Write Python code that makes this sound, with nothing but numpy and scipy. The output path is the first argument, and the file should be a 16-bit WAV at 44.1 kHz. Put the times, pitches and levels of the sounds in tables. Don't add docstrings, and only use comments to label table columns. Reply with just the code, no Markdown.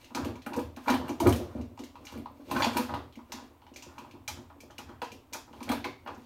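import sys
import numpy as np
from scipy import signal
from scipy.fft import rfft, irfft
from scipy.io import wavfile
from scipy.ndimage import uniform_filter1d

SR = 44100
rng = np.random.default_rng(int(sys.argv[2]) if len(sys.argv) > 2 else 0)


def magnitude_from_level(level_db):
    exponent = np.asarray(level_db, float) / 20
    return 10 ** exponent


def wav_out(sig):
    wavfile.write(sys.argv[1], SR, np.round(np.clip(np.atleast_2d(sig).T, -1, 1) * 32767).astype(np.int16))


N = 275625
TIME = np.arange(SR // 2) / SR

# pitch in Hz, level in dB, decay time t60 in seconds.
JAW_MODES = [(1620, -7, .07), (1900, -3, .09), (2200, -9, .15), (2330, -9, .15), (2388, 4, .055),
             (2475, -2, .05), (2580, -1, .045), (2660, -7, .04), (2860, -1, .05), (2925, -1, .05),
             (3180, -5, .12), (3400, -2, .1), (4060, -1, .07), (4400, -3, .06)]
BAR_MODES = [(4650, -2, .07), (5390, -4, .06), (5625, 0, .08), (5995, 3, .09), (6480, 0, .08),
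             (6860, -1, .06), (7140, -4, .05)]
EDGE_MODES = [(7845, 0, .04), (8230, -2, .04), (8470, 1, .05), (8740, 2, .05), (9060, 1, .05),
              (9200, 1, .05), (9650, 1, .04), (11900, -3, .04), (12700, 0, .05), (13300, 2, .06),
              (14000, 1, .06), (14700, 1, .05), (15300, -3, .03)]
# pitch in Hz, level in dB, decay time t60 in seconds.
BOARD_MODES = [(610, -2, .12), (690, 2, .16), (745, 3, .16), (835, 5, .15), (895, 4, .15), (962, 10, .13),
               (1024, 6, .13), (1090, -3, .1), (1200, 2, .1), (1250, 0, .1), (1305, 2, .09), (1480, 0, .09)]
BENCH_MODES = [(222, -36, 0.021), (235, 1.5, 0.27), (253.8, 0, 0.29), (283.5, 6.5, 0.17), (345.2, 1, 0.15),
               (360, -6, 0.11), (497, -5, 0.22), (600, -9, 0.1)]
LEG_MODES = [(65, -10, 0.11), (82.2, 1, 0.56), (98.5, 19, 0.057), (138, -28, 0.085)]

# start in seconds, jaw peak in dB, bar in dB re jaw, edge in dB re jaw.
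STRIKES = [(.1477, -29.5, -5.5, -17), (.2463, -36.5, -11, -15.5), (.4618, -40.5, -12.5, -10.5),
           (.5619, -47, 1, -3), (.5905, -42, -9, -11.5), (.7626, -44.5, -10, -14.5),
           (.9394, -30.5, -21, -17.5), (1.0809, -41.5, -16, -12), (1.0918, -38, -5.5, -20),
           (1.2003, -32, -5, -9), (1.269, -26.5, -14, -12.5), (1.2894, -47, 10, 3.5),
           (1.324, -30.5, -12, -11), (1.3594, -46.5, 3, -1.5), (1.8361, -43, -6.5, -16),
           (2.051, -50, 3.5, -10), (2.12, -49.5, -5, -10), (2.175, -49, -16, -11.5),
           (2.5113, -30.5, -14, -14), (2.762, -37, -11, -14), (2.7688, -25, -9, -11.5),
           (4.2775, -30, -2.5, -13.5), (4.6036, -45, -5.5, -14), (5.1175, -43, -6, -16.5),
           (5.3264, -45, 0, -14), (5.332, -33, -1.5, -11), (5.6282, -39, -7, -15),
           (5.6903, -29, -21, -15.5), (5.7156, -28.5, -14, -14)]
# start in seconds, jaw peak in dB, bar in dB re jaw, edge in dB re jaw, loudest ring in Hz.
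SEATS = [(0.533, -37, -11, -20, 2600), (0.8745, -40, -12, -15, 2370), (.8826, -27.5, -13, -21, 2340),
         (0.8987, -24.5, -10, -17.5, 1860), (1.7907, -44, -5.5, -17, 2930), (2.0682, -38, -11, -25, 2780),
         (2.5636, -31.5, -16, -22, 2460), (2.6215, -20, -21, -34, 3470), (2.643, -24.5, -9, -19.5, 2660),
         (2.6694, -45, -20, -20, 3700), (2.894, -42.5, -24, -28, 2120), (2.939, -35.5, -22, -23.5, 2000),
         (3.3197, -33.5, -3, -16.5, 4570), (3.76, -38.5, -5, -18.5, 2490), (3.823, -41.5, -2, -18.5, 2650),
         (3.9816, -41, -10.5, -20.5, 2530), (4.781, -37.5, -6.5, -16, 2450),
         (5.0174, -34, -19, -21.5, 2530), (5.8427, -28.5, -17.5, -25, 2120), (6.074, -40.5, -18, -28, 2450)]
# start in seconds, jaw peak in dB,
# bar in dB re jaw.
TICKS = [(0.0436, -46.5, -8), (0.355, -46.5, -11), (0.419, -47, -12), (0.849, -60, -13),
         (1.612, -48.5, -8.5), (1.7744, -52, -8), (1.9548, -49.5, -17), (2.082, -59, -10),
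         (2.2576, -51, -33), (2.502, -52, -2), (3.1248, -51, -15), (3.155, -48.5, -11), (3.618, -56, -36),
         (3.666, -51.5, -26), (3.7372, -52.5, -2), (4.1103, -47, -15), (4.499, -59, -28),
         (4.706, -50.5, -7.5), (4.891, -52.5, -12), (5.041, -43, -6), (5.529, -50.5, -13),
         (5.6045, -45, -16), (6.063, -51, -27), (6.145, -63, 4)]
# start in seconds, hold in seconds, steel level in dB, boards in dB re steel.
RASPS = [(0, 0.018, -46, -16.5), (0.168, 0.086, -46.5, 6.5), (0.573, 0.032, -46.5, -12),
         (0.853, 0.075, -42, -7), (1.054, .03, -47, 4.5), (1.256, 0.02, -37, 6.5), (1.362, 0.053, -44, -4),
         (1.483, 0.098, -53, 1), (2.063, 0.082, -47.5, -3.5), (2.368, 0.05, -56.5, -4),
         (2.53, .085, -36, -16), (2.602, 0.0081, -27.5, 4), (2.733, 0.08, -35.5, -4),
         (2.89, 0.067, -48, 6.5), (3.318, 0.12, -53.5, 2.5), (3.836, 0.21, -56.5, 2.5),
         (4.36, 0.016, -52, 0), (4.886, 0.023, -62, 11.5), (5.56, 0.085, -50.5, -7.5),
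         (5.694, 0.037, -42, 3), (6.079, 0.047, -55, 6), (6.188, .06, -55, -15)]
# start
# in seconds, peak in dB.
DUST = [
    (2.2473, -67),
    (2.3156, -63),
    (2.356, -69),
    (2.3825, -69),
    (2.4189, -65),
    (2.4488, -68),
    (2.4787, -64),
        (6.0196, -69),
    (6.052, -59.5),
    (6.0674, -65),
    (6.0784, -61),
    (6.1089, -63),
    (6.1498, -69),
    (6.1702, -65),
    (6.1797, -59),
]

# start in seconds, peak in dB.
SLAPS = [(.148, -32), (.463, -31.5), (.582, -30.5), (.77, -39.5), (0.859, -35), (.879, -18.5),
         (0.89, -20.5), (.903, -28), (.937, -26), (1.09, -34.5), (1.262, -21.5), (2.513, -28.5),
         (2.547, -31), (2.56, -27.5), (2.6, -31), (2.631, -28), (2.65, -25.5), (2.748, -34), (2.767, -21.5),
         (2.892, -30.5), (2.937, -27.5), (5.477, -48), (4.281, -35.5), (4.501, -45), (4.7, -46.5),
         (4.788, -38.5), (4.892, -44.5), (5.017, -27), (5.343, -34.5), (5.678, -38), (5.697, -26.5),
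         (5.716, -27.5), (5.844, -29), (6.06, -34.5), (6.075, -30.5)]
# start in seconds, peak in dB.
TOCKS = [(0.106, -46.5), (.171, -27.5), (0.185, -31), (0.359, -44.5), (0.522, -35), (0.538, -31.5),
         (.566, -35), (1.012, -37), (1.203, -28.5), (1.396, -43.5), (1.593, -48.5), (1.776, -42.5),
         (1.792, -44), (1.955, -42.5), (2.123, -46), (2.258, -36.5), (2.497, -43), (2.486, -50),
         (3.19, -45.5), (3.322, -39), (3.384, -42), (3.621, -52), (3.666, -48), (3.826, -51), (3.98, -39.5),
         (4.047, -45), (4.151, -49), (5.331, -44), (5.533, -45), (5.607, -38.5)]

# start in seconds, peak in dB, loudest ring in Hz.
RAPS = [(0.149, -28, 260), (0.258, -24, 266), (.295, -29, 252), (0.465, -30, 252), (0.505, -30.5, 245),
        (0.571, -21.5, 275), (3.762, -46, 300), (0.936, -28, 252), (1.037, -43, 274), (1.257, -12.5, 307),
        (1.271, -16.5, 343), (1.283, -24, 284), (1.55, -27, 243), (1.597, -30, 235), (1.8, -33, 260),
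        (1.834, -43.5, 274), (2.125, -41.5, 250), (2.535, -29, 255), (2.514, -30, 300), (2.557, -23.5, 250),
        (2.601, -31, 443), (2.663, -25.5, 230), (2.755, -22, 260), (2.885, -45, 233), (3.866, -42, 270),
        (4.017, -43, 258), (4.635, -42, 280), (4.788, -42.5, 333), (5.322, -44, 255), (5.352, -39, 260),
        (5.695, -19, 260)]
# start in seconds, peak in dB, loudest ring in Hz.
THUDS = [(.11, -41.5, 233), (.181, -27, 260), (0.353, -37, 234), (0.528, -31.5, 289), (0.767, -35, 245),
         (0.867, -27.5, 280), (.895, -14.5, 255.4), (1.09, -23, 300), (1.201, -17, 337), (1.397, -26, 342),
         (1.713, -44.5, 318), (1.79, -38.5, 311), (2.154, -31.5, 244), (2.176, -31, 243),
         (2.395, -38.5, 288), (2.789, -23.5, 223), (2.949, -38, 300), (3.169, -35.5, 235),
         (3.337, -34.5, 235), (3.713, -44, 310), (3.985, -42, 256), (4.137, -41.5, 367),
         (4.385, -39.5, 250), (4.89, -40, 325), (5.018, -33, 480), (5.609, -33.5, 239), (5.722, -23.5, 276),
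         (5.851, -30, 400), (6.082, -41, 450), (6.173, -39.5, 230)]
# start in seconds, hold in seconds, bench top level in dB, legs in dB re top.
SHOVES = [(0, 0.0076, -52.5, -5), (0.184, 0.095, -39, -1), (0.534, 0.12, -42, -1.5),
          (0.885, 0.15, -36.5, -2.5), (1.248, 0.02, -24.5, -1.5), (1.358, 0.029, -29.5, -9),
          (1.558, 0.022, -37, 0), (1.968, 0.041, -48.5, -3), (2.125, 0.061, -48, 3),
          (2.285, 0.069, -52.5, -10), (2.52, 0.1, -30, -9), (2.744, 0.022, -35, -5),
          (2.912, 0.017, -34.5, -5), (3.286, 0.19, -50.5, -7), (3.717, 0.071, -57, -10),
          (3.857, 0.33, -55, 0), (4.277, 0.12, -50, 1), (4.553, 0.18, -56, -3), (4.78, 0.15, -54.5, 2),
          (5.105, 0.01, -46.5, -6.5), (5.505, 0.043, -47.5, -4), (5.696, 0.019, -31.5, -7),
          (5.883, 0.023, -56, 6.5), (6.072, 0.036, -42, -8)]

# start in seconds, peak in dB, ring in Hz, decay time t60 in seconds.
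WOOD_RINGS = [(.172, -37.5, 495, 0.24), (.25, -36, 495, 0.23), (.563, -31, 480, 0.26),
              (.58, -31, 495, 0.22), (.625, -40, 520, 0.081), (.879, -25, 970, 0.11),
              (.891, -18, 964, 0.14), (.9, -24, 790, 0.1), (.937, -25, 953, .06), (.954, -26, 977, .06),
              (1.203, -23, 930, 0.068), (1.222, -26.5, 670, 0.22), (1.264, -10, 105, .1),
              (1.259, -10, 353, 0.073), (1.261, -15, 255, .11), (1.273, -10, 350, 0.06),
              (1.206, -17.5, 348, 0.16), (.9, -36, 502, .1), (0.89, -29, 1420, .08), (.937, -20, 265, .1),
              (.905, -23, 950, 0.066), (2.258, -36, 980, .1), (1.284, -25, 700, 0.11),
              (1.308, -20, 246, .12), (2.512, -25.5, 1030, 0.095), (2.563, -24, 1050, 0.091),
              (2.563, -26.5, 1520, 0.065), (2.608, -30, 1500, .08), (2.631, -24.5, 910, 0.11),
              (2.645, -24.5, 823, 0.12), (2.662, -27, 690, .12), (2.768, -27, 970, 0.043),
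              (2.79, -31.5, 498, 0.2), (3.98, -43, 877, 0.13), (4.282, -36.5, 860, 0.1),
              (5.714, -27, 1180, 0.053), (5.86, -41, 500, .2), (6.075, -40, 1200, 0.13),
              (2.749, -34, 1500, .05), (5.694, -34, 737, .12), (5.334, -43, 940, .1),
              (5.844, -36, 1010, .2), (2.666, -24.5, 235, 0.21), (2.545, -29, 249, .15),
              (5.345, -39, 900, .2)]
STEEL_RINGS = [(5.844, -44, 2580, .2), (.865, -55, 13300, .15), (.879, -28, 2370, 0.14),
               (.905, -30, 3950, .05), (.905, -54, 13600, .12), (6.075, -45, 2390, .09),
               (1.096, -59, 14050, .17), (1.203, -40, 8700, .08), (1.29, -36, 9700, 0.045),
               (5.117, -47, 2400, .09), (.938, -33, 2400, .05), (2.598, -35, 2350, .06),
               (2.561, -39, 4050, .05), (2.622, -26, 3470, .07), (2.624, -33, 4650, 0.14),
               (2.63, -38, 6900, .12), (2.641, -26.5, 2500, 0.071), (2.578, -34, 2450, .05),
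               (2.769, -38, 2045, .05), (2.939, -42, 2858, 0.04), (4.279, -35.5, 2379, 0.074),
               (4.279, -50, 5996, .08), (4.605, -48.5, 2384, 0.064), (5.332, -35.5, 2400, 0.073),
               (5.714, -34, 2374, .08), (5.716, -46, 9000, .06), (5.72, -53, 14200, .08),
               (5.85, -47, 2270, 0.4), (5.86, -64, 14000, 0.21), (6.061, -49, 2869, .05),
               (6.075, -66, 14800, .1), (5.844, -43, 3980, .1), (5.845, -47, 2160, 0.39),
               (5.691, -37, 3300, 0.12), (5.715, -38, 4050, 0.11), (5.845, -40, 3250, 0.066),
               (4.279, -44, 4100, .12), (4.782, -52, 5630, .07), (4.782, -37.5, 2890, 0.057),
               (5.017, -41, 3420, .05), (5.628, -45, 9100, .04), (1.202, -38, 3050, 0.035),
               (1.324, -31, 3060, 0.043), (.463, -42, 2400, 0.08), (3.157, -51, 2900, .04),
               (3.76, -48, 2850, .05), (2.77, -44, 12730, .06), (2.513, -52, 14500, .06),
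               (6.075, -48, 3330, .1), (6.075, -46, 2850, .09)]

# rise in dB per second, fall in dB per second, rest level in dB.
STEEL_PACE = (216, 174, -99)
PINE_PACE = (320, 177, -73)
TOP_PACE = (370, 163, -64)
LEG_PACE = (250, 99, -62)

# pitch in Hz, level in dB per Hz.
AIR_COLOUR = [(32, 1.5), (80, 13.5), (170, -29), (263, 13.5), (420, -7.5), (988, 0), (1710, -15),
              (2390, -13), (4890, -24), (10500, -24), (15000, -22)]


def clamp():
    def spot_hz(rows):
        return 2560 * np.exp(0.13 * rng.standard_normal((len(rows), 1)))

    strikes = np.hstack([STRIKES, spot_hz(STRIKES)])
    ticks = np.array(TICKS)
    tick_edge_db = -17.5 + 0.4 * ticks[:, 2:]
    ticks = np.hstack([ticks, tick_edge_db, spot_hz(ticks)])
    s, db, bar_db, edge_db, hz = np.vstack([strikes, SEATS, ticks]).T

    jaw = voice(JAW_MODES, crack_db=4.44, wet_db=7.3, room_t60=0.34)
    bar = voice(BAR_MODES, crack_db=6.3, wet_db=8.1, room_t60=0.31)
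    edge = voice(EDGE_MODES, crack_db=2.9, wet_db=10.2, room_t60=0.25)
    clicks = blows(jaw, s, db - 5.0, contact_ms=0.81, hz=hz, focus=0.28)
    clicks += blows(bar, s, db + bar_db - 4.5, contact_ms=2.0)
    clicks += blows(edge, s, db + edge_db + 3, contact_ms=1.94)

    start, hold, steel_db, _ = np.transpose(RASPS)
    rasp_db = effort(start, hold, steel_db, STEEL_PACE)
    rasp = chatter(jaw, rasp_db - 14.5, per_s=500, scatter_db=6.8)
    rasp += chatter(bar, rasp_db - 22, per_s=1500, scatter_db=2.7)
    rasp += chatter(edge, rasp_db - 20.5, per_s=1500, scatter_db=2.3)
    return clicks + rasp + dust()


def dust():
    speck = band(fade(.03) * rng.standard_normal(len(TIME)), 13000, 17000)
    s, db = np.transpose(DUST)
    crackle = chatter(speck, -89, per_s=40, scatter_db=4)
    return crackle + blows(speck / np.abs(speck).max(), s, db + 9.0, contact_ms=.6)


def boards():
    s, db = np.transpose(SLAPS + TOCKS)
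    counts = [len(SLAPS), len(TOCKS)]
    contact_ms = np.repeat([1.85, 0.73], counts)
    main_ring = np.repeat([0.079, 0.4], counts)[:, None]
    board = voice(BOARD_MODES, crack_db=1.5, wet_db=16.6, room_t60=0.31)
    taps = blows(board, s, db - 4.0, contact_ms, hz=960.0, focus=main_ring)

    dry_ring = np.sin(2 * np.pi * 950 * TIME) * fade(0.06)
    tock_s, tock_db = np.transpose(TOCKS)
    corner = blows(dry_ring, tock_s, tock_db - 5.0, contact_ms=0.51, hz=870, focus=2.0)

    start, hold, steel_db, pine_db = np.transpose(RASPS)
    creep_db = effort(start, hold, steel_db + pine_db, PINE_PACE)
    return taps + corner + chatter(board, creep_db - 5.0, per_s=300, scatter_db=6.1)


def rings():
    s, db, hz, t60 = np.transpose(WOOD_RINGS + STEEL_RINGS)[:, :, None]
    waver = uniform_filter1d(rng.standard_normal((len(s), len(TIME))), size=SR // 200, axis=1)
    waver *= .007 / waver.std() * (1000 / hz) ** 0.11
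    phase = 2 * np.pi * np.cumsum(hz * (1 + waver), axis=1) / SR
    swell = np.tanh(TIME / (1.5 / hz + 0.0012))
    tone = magnitude_from_level(db) * np.sin(phase) * fade(np.abs(t60)) * swell
    out = np.zeros(N + SR)
    np.add.at(out, (s * SR).astype(int) + np.arange(len(TIME)), tone)
    return out[:N]


def bench():
    s, db, hz = np.transpose(RAPS + THUDS)
    contact_ms = np.repeat([2.48, 5.9], [len(RAPS), len(THUDS)])
    contact_ms = contact_ms + 0.17 * (db + 24.5)
    top = voice(BENCH_MODES, crack_db=-3.5, wet_db=5.4, room_t60=0.29)
    legs = voice(LEG_MODES, crack_db=-16.0, wet_db=0.86, room_t60=0.42)
    knocks = blows(top, s, db - 4.5, contact_ms, hz, focus=0.19)

    start, hold, top_db, leg_db = np.transpose(SHOVES)
    shove_db = effort(start, hold, top_db, TOP_PACE)
    boom_db = effort(start + 0.012, hold, top_db + leg_db, LEG_PACE)
    shoves = chatter(top, shove_db - 4.5, per_s=90, scatter_db=4.6)
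    return knocks + shoves + chatter(legs, boom_db - 3.0, per_s=300, scatter_db=0.76)


def voice(modes, crack_db, wet_db, room_t60):
    ring = sum(magnitude_from_level(db) * np.sin(2 * np.pi * hz * TIME) * fade(t60) for hz, db, t60 in modes)
    room = rng.standard_normal(len(TIME)) * fade(room_t60)
    spectrum = rfft(room)
    evenness = np.sqrt(uniform_filter1d(np.abs(spectrum) ** 2, size=120))
    room = irfft(spectrum / evenness, len(TIME))
    room *= np.clip(TIME / 0.00098 - .5, 0, 1) * (TIME < .4)
    room *= magnitude_from_level(wet_db) / np.sqrt(np.sum(room ** 2))
    room[0] = 1
    lowest_hz, highest_hz = modes[0][0], modes[-1][0]
    crack = band(room, lowest_hz, highest_hz)
    heard = ring / ring.std() + magnitude_from_level(crack_db) * crack / crack.std()
    heard = band(heard, 0.94 * lowest_hz, 1.335 * highest_hz)
    loudest = uniform_filter1d(heard ** 2, size=SR // 200).max()
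    return heard / np.sqrt(loudest)


def blows(response, times, db, contact_ms, hz=0, focus=0):
    short = TIME[:SR // 10]
    contact_ms = np.clip(contact_ms, .1, 20) * np.ones_like(times)
    t = short / contact_ms[:, None] * 1000
    swell = t * np.exp(-t)
    rough = rfft(rng.standard_normal(t.shape) * swell)
    knots = np.log(np.fft.rfftfreq(len(short), 1 / SR) + 100) * 8
    patch_rows = rng.standard_normal((len(times), 60))
    patch_db = 2.5 * np.array([np.interp(knots, np.arange(60), row) for row in patch_rows])
    rough = irfft(magnitude_from_level(patch_db) * rough / np.abs(rough), len(short))
    rough *= np.tanh(3 * t) * np.exp(-t / 3)
    spot = np.cos(2 * np.pi * np.outer(hz * np.ones_like(times), short)) * swell
    push = rough / rough.std(axis=1, keepdims=True)
    push = push + focus * spot / spot.std(axis=1, keepdims=True)
    power = np.abs(rfft(response)) ** 2
    passed = np.abs(rfft(push, len(response))) ** 2 @ power / power.sum()
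    push = push * (magnitude_from_level(db) / np.sqrt(passed))[:, None]
    force = np.zeros(N + SR)
    np.add.at(force, (times * SR).astype(int)[:, None] + np.arange(len(short)), push)
    return signal.fftconvolve(force, response)[:N]


def chatter(response, db, per_s, scatter_db):
    sizes = magnitude_from_level(scatter_db * np.minimum(rng.exponential(size=N), 2))
    sizes *= np.sign(rng.standard_normal(N))
    slips = (rng.random(N) < per_s / SR) * sizes
    slips *= magnitude_from_level(db) / slips.std()
    return signal.fftconvolve(slips, response / np.sqrt(np.sum(response ** 2)))[:N]


def effort(start, hold, db, pace):
    rise, fall, rest_db = pace
    t = np.arange(0, N, 64)[:, None] / SR
    before = np.maximum(start - t, 0)
    after = np.maximum(t - start - np.abs(hold), 0)
    stroke_db = db - rise * before - fall * after
    level_db = np.maximum(stroke_db.max(axis=1), rest_db)
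    return np.interp(np.arange(N) / SR, t[:, 0], level_db)


def fade(t60):
    return np.exp(-np.log(1000) * TIME / t60)


def band(x, lo_hz, hi_hz):
    sos = signal.butter(2, [lo_hz, min(hi_hz, .45 * SR)], "band", fs=SR, output="sos")
    return signal.sosfilt(sos, x)


def air():
    hz, db = np.transpose(AIR_COLOUR)
    bins = np.maximum(np.fft.rfftfreq(N, 1 / SR), 1)
    colour = magnitude_from_level(np.interp(np.log(bins), np.log(hz), db))
    hiss = irfft(rfft(rng.standard_normal(N)) * colour, N)
    return hiss / hiss.std() * magnitude_from_level(-60.5)


def scene():
    work = clamp() + boards() + rings() + bench()
    return (band(work, 59.0, 13700) + air())[None]


def band_limit(x):
    return signal.sosfilt(signal.butter(12, 16430, fs=SR, output="sos"), x)


def record(dry):
    port = signal.lfilter(*signal.iirpeak(10400, 9, fs=SR), dry)
    top_cut = signal.ellip(10, .2, 80, 15850, fs=SR, output="sos")
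    mix = signal.sosfilt(top_cut, dry - 0.31 * port)
    return band_limit(mix)


dry = scene()
out = record(dry)
wav_out(out)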